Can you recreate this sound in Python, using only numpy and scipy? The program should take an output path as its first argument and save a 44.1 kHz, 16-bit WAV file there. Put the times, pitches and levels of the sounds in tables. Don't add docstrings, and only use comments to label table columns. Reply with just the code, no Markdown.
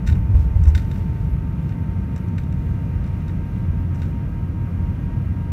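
import sys
import numpy as np
from scipy import signal
from scipy.fft import rfft, irfft
from scipy.io import wavfile
from scipy.ndimage import uniform_filter1d

SR = 44100
rng = np.random.default_rng(int(sys.argv[2]) if len(sys.argv) > 2 else 0)


def wav_record(signal):
    frames = np.transpose(np.atleast_2d(signal))
    bounded = np.clip(frames, -1, 1)
    quanta = np.round(bounded * 32767).astype(np.int16)
    wavfile.write(sys.argv[1], SR, quanta)


def rack_gain(trim_db):
    fader = np.asarray(trim_db, float)
    return 10 ** (fader / 20)


N = 243431


def curves(table):
    s, *columns = np.transpose(table)
    return [np.interp(np.arange(N) / SR, s, c) for c in columns]


def resonate(x, points, peaks=()):
    hz = np.arange(len(x) // 2 + 1) * SR / len(x) + 1
    point_hz, point_db = np.array(points).T
    db = np.interp(np.log(hz), np.log(point_hz), point_db)
    for centre, width, boost in peaks:
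        db = db + boost / (1 + (2 * (hz - centre) / width) ** 2)
    cepstrum = irfft(db * np.log(10) / 20, len(x))
    cepstrum[1:len(x) // 2] *= 2
    cepstrum[len(x) // 2 + 1:] = 0
    return irfft(rfft(x) * np.exp(rfft(cepstrum)), len(x))


def colour(x, points, peaks=()):
    y = resonate(x, points, peaks)
    return y / y.std()


def walk(rate):
    hold = int(SR / rate)
    steps = np.repeat(rng.standard_normal(N // hold + 1), hold)
    return 1.13 * uniform_filter1d(uniform_filter1d(steps, hold), hold)[:N]


def tone(hz, db, turns=0):
    return np.sqrt(2) * rack_gain(db) * np.sin(2 * np.pi * (np.cumsum(hz) / SR + turns))


def add(out, x, s):
    i = int(s * SR)
    out[i:i + len(x)] += x[:N - i]


# frequency in Hz, density in dB per Hz.
RUMBLE_SPECTRUM = [(12, -64.5), (22, -22), (33, -33.5), (40, -2), (60, 1), (91, -0.5), (113, -4), (179, -7),
                   (209, -14.5), (317, -21), (425, -31.5), (527, -38.5), (686, -39), (1040, -74)]
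# time in seconds, level in dB.
PAVING = [(0, -31), (.12, -11), (.26, -32), (.35, -18), (.53, -17), (.62, -11.5), (.85, -25), (1.15, -25),
          (1.35, -20.5), (1.7, -32.5), (1.9, -25), (2.3, -29.5), (2.9, -23.5), (3.4, -26.5), (4.1, -26),
          (4.7, -29.5), (5.1, -25), (5.52, -24.5)]
# time in seconds, level in dB.
ROAR = [(0, -27.5), (.35, -28), (.6, -38.5), (.95, -25), (1.35, -28.5), (1.75, -24.5), (2.9, -26),
        (3.5, -27), (4.4, -26), (5.52, -28)]


def hull():
    wheels_db, = curves(PAVING)
    roar_db, = curves(ROAR)
    shake = colour(rng.standard_normal(N), RUMBLE_SPECTRUM)
    wheels = signal.sosfiltfilt(signal.butter(2, 110, fs=SR, output="sos"), shake)
    low = signal.sosfiltfilt(signal.butter(2, 215, fs=SR, output="sos"), shake)
    boom, skin = low - wheels, shake - low
    parts = [(wheels, wheels_db), (skin, -37 + 0.19 * walk(3.3)), (boom, roar_db + 0.26 * walk(7.5))]
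    return sum(x / x.std() * rack_gain(db) for x, db in parts)


# start in seconds, peak level in dB, floor resonance in Hz, rise in ms.
JOINTS = [(0.096, -6.5, 76.7, 21), (0.144, -10, 81.4, 17.4), (0.2, -14, 64.3, 33),
          (0.291, -8.5, 99.2, 18.5), (0.346, 0, 66.7, 9.9), (0.384, -11, 80.4, 17.6),
          (0.45, -15.5, 60.5, 22), (0.511, -12, 60, 8.5), (0.553, -2, 66.6, 9.8), (0.589, -11, 89, 13),
          (0.614, -22, 60.5, 15), (0.661, 0, 71.9, 18), (0.727, -11, 76.6, 17.5), (0.753, -21, 74, 10)]


def jolts():
    out, t = np.zeros(N), np.arange(SR // 4) / SR
    crunch = colour(rng.standard_normal(N), [(200, -13.5), (400, 1.5), (1000, -1), (1800, -31.5)])
    for s, db, hz, rise_ms in JOINTS:
        u = t / (rise_ms / 1000)
        swell = (u * np.exp(1 - u)) ** 1.47
        floor = np.sin(2 * np.pi * hz * t)
        panels = rack_gain(-38.5) * crunch[int(s * SR):][:len(t)]
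        add(out, rack_gain(db) * swell * (floor + panels), s)
    return out


# time in seconds, near engine in Hz, far engine slower by Hz.
SPOOL = [(0, 900.5, 6.0), (.6, 901.2, 6.0), (1.2, 904.6, 6.0), (2, 911.6, 6.1), (2.8, 918.9, 6.2),
         (3.5, 924.1, 6.0), (3.9, 927.5, 5.3), (4.1, 929, 5.05), (4.6, 932.1, 4.3), (5.1, 935.2, 3.5),
         (5.52, 936.8, 3.1)]
# frequency at idle in Hz, rise while spooling up in Hz.
GEARED = [
    (84.1, 6),
    (493.5, 11),
    (963.9, 43.3),
    (1558.3, 55),
    (9008.7, 0),
]
# level at idle in dB, level spooled up in dB.
GEARED_LEVELS = [(-60, -27), (-80, -61), (-63, -68), (-61.5, -57.5), (-81, -86)]


def engines():
    near_hz, slower_hz = curves(SPOOL)
    spool = (near_hz - near_hz[0]) / 37.5

    def fade(idle, spooled):
        return idle + (spooled - idle) * spool

    joins_s, rise_s, beat_null_s = 3.5, .35, 4.5
    far_db = -53 - 20 * np.log10(1 + np.exp((joins_s - np.arange(N) / SR) / rise_s))
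    slip = np.cumsum(slower_hz)[int(beat_null_s * SR)] / SR
    out = tone(near_hz, fade(-49, -53.5) + 1.0 * walk(12))
    out -= tone(near_hz - slower_hz, far_db, slip)
    out += tone(near_hz / 2, fade(-53.5, -59) + 1.6 * walk(6.1))
    for (idle_hz, gain_hz), ends_db in zip(GEARED, GEARED_LEVELS):
        sway_db = 2.5 if idle_hz < 200 else 1.4
        out += fade(*rack_gain(ends_db)) * tone(idle_hz + gain_hz * spool, sway_db * walk(7.9))
    return out


# start in seconds, level in dB, body and brightness in dB over it.
RATTLES = [(.0633, -42, -5, -8), (.0700, -37, -1, -5), (.0737, -31, -2, -10), (.0878, -36, 4, -11),
           (.0974, -37.5, 4, -12), (.1234, -39.5, -0.5, -12), (.152, -50.5, 11, -2), (.3468, -49.5, 6, -10),
           (.3681, -49, -5, -13), (.394, -50.5, 1, -5), (.637, -47, 3, 3), (.6544, -48.5, 7, -1),
           (.6734, -46.5, 7, 1), (.6834, -50, 3, 7), (.6994, -51, 4, 1), (.7488, -25, -2.5, -12.5),
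           (.7766, -31, -4, -15), (.7944, -51, 11, -6), (.8186, -47, 4, -6), (.846, -51, -3, -5),
           (.9123, -38, -2.5, -14.5), (.9577, -44, 1, -12), (.9794, -56, 7, 3)]
# start in seconds, level in dB, body and brightness in dB over it.
TICKS = [(1.6916, -46, 3, -8), (1.7215, -48, 5, -17), (2.161, -44, 2, -2), (2.178, -48, 3, -3),
         (2.2833, -61, 10, 6), (2.381, -35.5, 1, -14.5), (2.4342, -49, 2, -8), (2.5247, -52.5, 4, -0.5),
         (3.0395, -45, 1, -14), (3.064, -50, 0, -8), (3.075, -49.5, -4, -7), (3.2046, -54, 5, -10),
         (3.2803, -43.5, -1, -9), (3.293, -44, 1, -26), (3.9464, -55, 8, 4), (3.9974, -52, 3, -3),
         (4.0178, -37, -1, -14), (4.0314, -57, 17, 1), (4.0554, -54, 3, -2), (3.9555, -55, 8, 3)]


def blows():
    return [(s, db, db + body, db + bright, db + bright + top_db)
            for rows, top_db in ((RATTLES, -11.5), (TICKS, -14)) for s, db, body, bright in rows]


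# frequency in Hz, width in Hz, boost in dB.
TRIM = [(1500, 110, 11), (1820, 80, 8), (2090, 90, 8), (2410, 120, 4), (2780, 120, 7), (3710, 300, 16),
        (4210, 120, 6), (4830, 150, 3), (5300, 200, 7), (5930, 250, 9), (7300, 250, 8), (8100, 200, 5),
        (9200, 250, 4), (11800, 400, 6), (12700, 300, 5), (14200, 300, 3)]


def rattles():
    out, t = np.zeros(N), np.arange(8192) / SR
    cabin_t60_s, cabin_db = .11, -12
    for s, mid_db, low_db, high_db, top_db in blows():
        buzz_ms = 2.1 + .05 * (mid_db + 53.5)
        place, contact = rng.standard_normal(len(TRIM)), rng.standard_normal((2, len(t)))
        shape = [(1250, low_db - 7), (1450, low_db + 7), (2700, low_db + 5.0),
                 (3300, mid_db - 8.0), (4600, mid_db - 5.5), (5400, high_db + 3.5),
                 (8500, high_db + 1), (10300, top_db), (16000, top_db + 3.5)]
        spot = 1 + .12 * place
        woken = [(hz, 1.44 * width, 1.165 * db * p) for (hz, width, db), p in zip(TRIM, spot)]
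        buzz = contact[0] * (1 - np.exp(-t / 0.0007)) * np.exp(-(t / (max(buzz_ms, .5) / 550)) ** 2)
        snap = 2.2 * (t == t[20])
        blow = rfft(buzz + snap)
        power = np.abs(blow) ** 2
        even = np.sqrt(np.mean(power) / uniform_filter1d(power, size=24))
        push = irfft(blow * even) * (t < .05)
        decay = np.exp(-np.log(1000) * t / cabin_t60_s)
        tail = rack_gain(cabin_db) * contact[1] * (1 - np.exp(-t / 0.0051)) * decay
        add(out, resonate(push + tail, shape, woken), s)
    return out


# peak in seconds, level in dB, half length in seconds,
# sizzle in dB over it.
STIRS = [
    (0.092, -52.5, 0.023, -14),
    (0.41, -57, 0.043, -20),
    (0.665, -58, 0.066, -18),
    (0.96, -58.5, 0.08, -7),
    (1.197, -62.5, 0.11, -11),
    (1.65, -64, 0.057, -9),
    (2.68, -64, .1, -8),
    (3.2, -67, 0.1, -9),
    (3.568, -65, .05, -6),
    (4.02, -61, .07, -16),
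]


def unrest():
    t = np.arange(N) / SR
    after_db, after_t60_s = -18, 0.26
    after = sum((t > s) * rack_gain(db + after_db - 60 * np.maximum(t - s, 0) / after_t60_s) ** 2
                for s, db, *_ in blows())
    wash = after + rack_gain(-76.5) ** 2
    sizzle = after * rack_gain(-19) ** 2 + rack_gain(-82) ** 2
    for s, db, half_s, sizzle_db in STIRS:
        swell = rack_gain(db) ** 2 * np.exp(-((t - s) / half_s) ** 2)
        wash = wash + swell
        sizzle = sizzle + swell * rack_gain(sizzle_db) ** 2
    return np.sqrt(wash), np.sqrt(sizzle)


def chatter():
    wash_gain, sizzle_gain = unrest()
    size_db = 1.5 * uniform_filter1d(rng.standard_normal((2, N)), size=60) * 60 ** .5
    contacts = rng.standard_normal((2, N)) * rack_gain(size_db)
    shape = [(700, -19.5), (1500, 3.5), (4000, -1.5), (8000, -6), (10500, -11.5), (15000, -8.0)]
    blurred_trim = [(hz, 2 * width, db / 4) for hz, width, db in TRIM]
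    wash = colour(contacts[0], shape, blurred_trim)
    sizzle = colour(contacts[1], [(9000, -34.0), (12500, -8.5), (14500, -7.5), (16000, -9.5)])
    return wash * wash_gain + sizzle * sizzle_gain


# frequency in Hz, density in dB per Hz.
HISS_SPECTRUM = [(290, -23), (500, 0.5), (800, -5), (1080, -6.5), (1460, -6.5), (1720, -9.5), (2100, -12),
                 (2850, -17), (3200, -21.5), (4800, -30.5), (6200, -32), (8000, -38), (10600, -37.5),
                 (15900, -40)]
# frequency in Hz, width in Hz, boost in dB.
DUCTS = [(1164, 26, 2.5), (1265, 24, 6.5), (1350, 40, 3.5), (1450, 110, -2.5), (1760, 120, -4),
         (1874, 40, 5), (2050, 81, 4), (2425, 100, 4.5), (2775, 44, 5), (5660, 160, 4.5), (6300, 27, 12),
         (9000, 300, 5.5), (9800, 200, 7), (11800, 500, 5.5), (12700, 300, -3), (14900, 300, 3.5)]


def vents():
    hiss = colour(rng.standard_normal(N), HISS_SPECTRUM, DUCTS)
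    nozzle = colour(rng.standard_normal(N),
                    [(10800, -32), (11500, -3), (11800, -0.5), (12100, -7.5), (12800, -26.5)])
    flutter_db = 2.5 * walk(25) + 1.5 * walk(4)
    return hiss * rack_gain(-46.5 + 0.55 * walk(4.7)) + nozzle * rack_gain(-75.0 + flutter_db)


def scene():
    return (hull() + jolts() + engines() + rattles() + chatter() + vents())[None]


def roll_off(x):
    return signal.sosfilt(signal.butter(12, 16090, fs=SR, output="sos"), x)


def record(dry):
    soft = np.tanh(0.55 * dry) / 0.65
    low_pass = signal.ellip(10, .2, 70, 15600, fs=SR, output="sos")
    return roll_off(signal.sosfilt(low_pass, soft))


dry = scene()
out = record(dry)
wav_record(out)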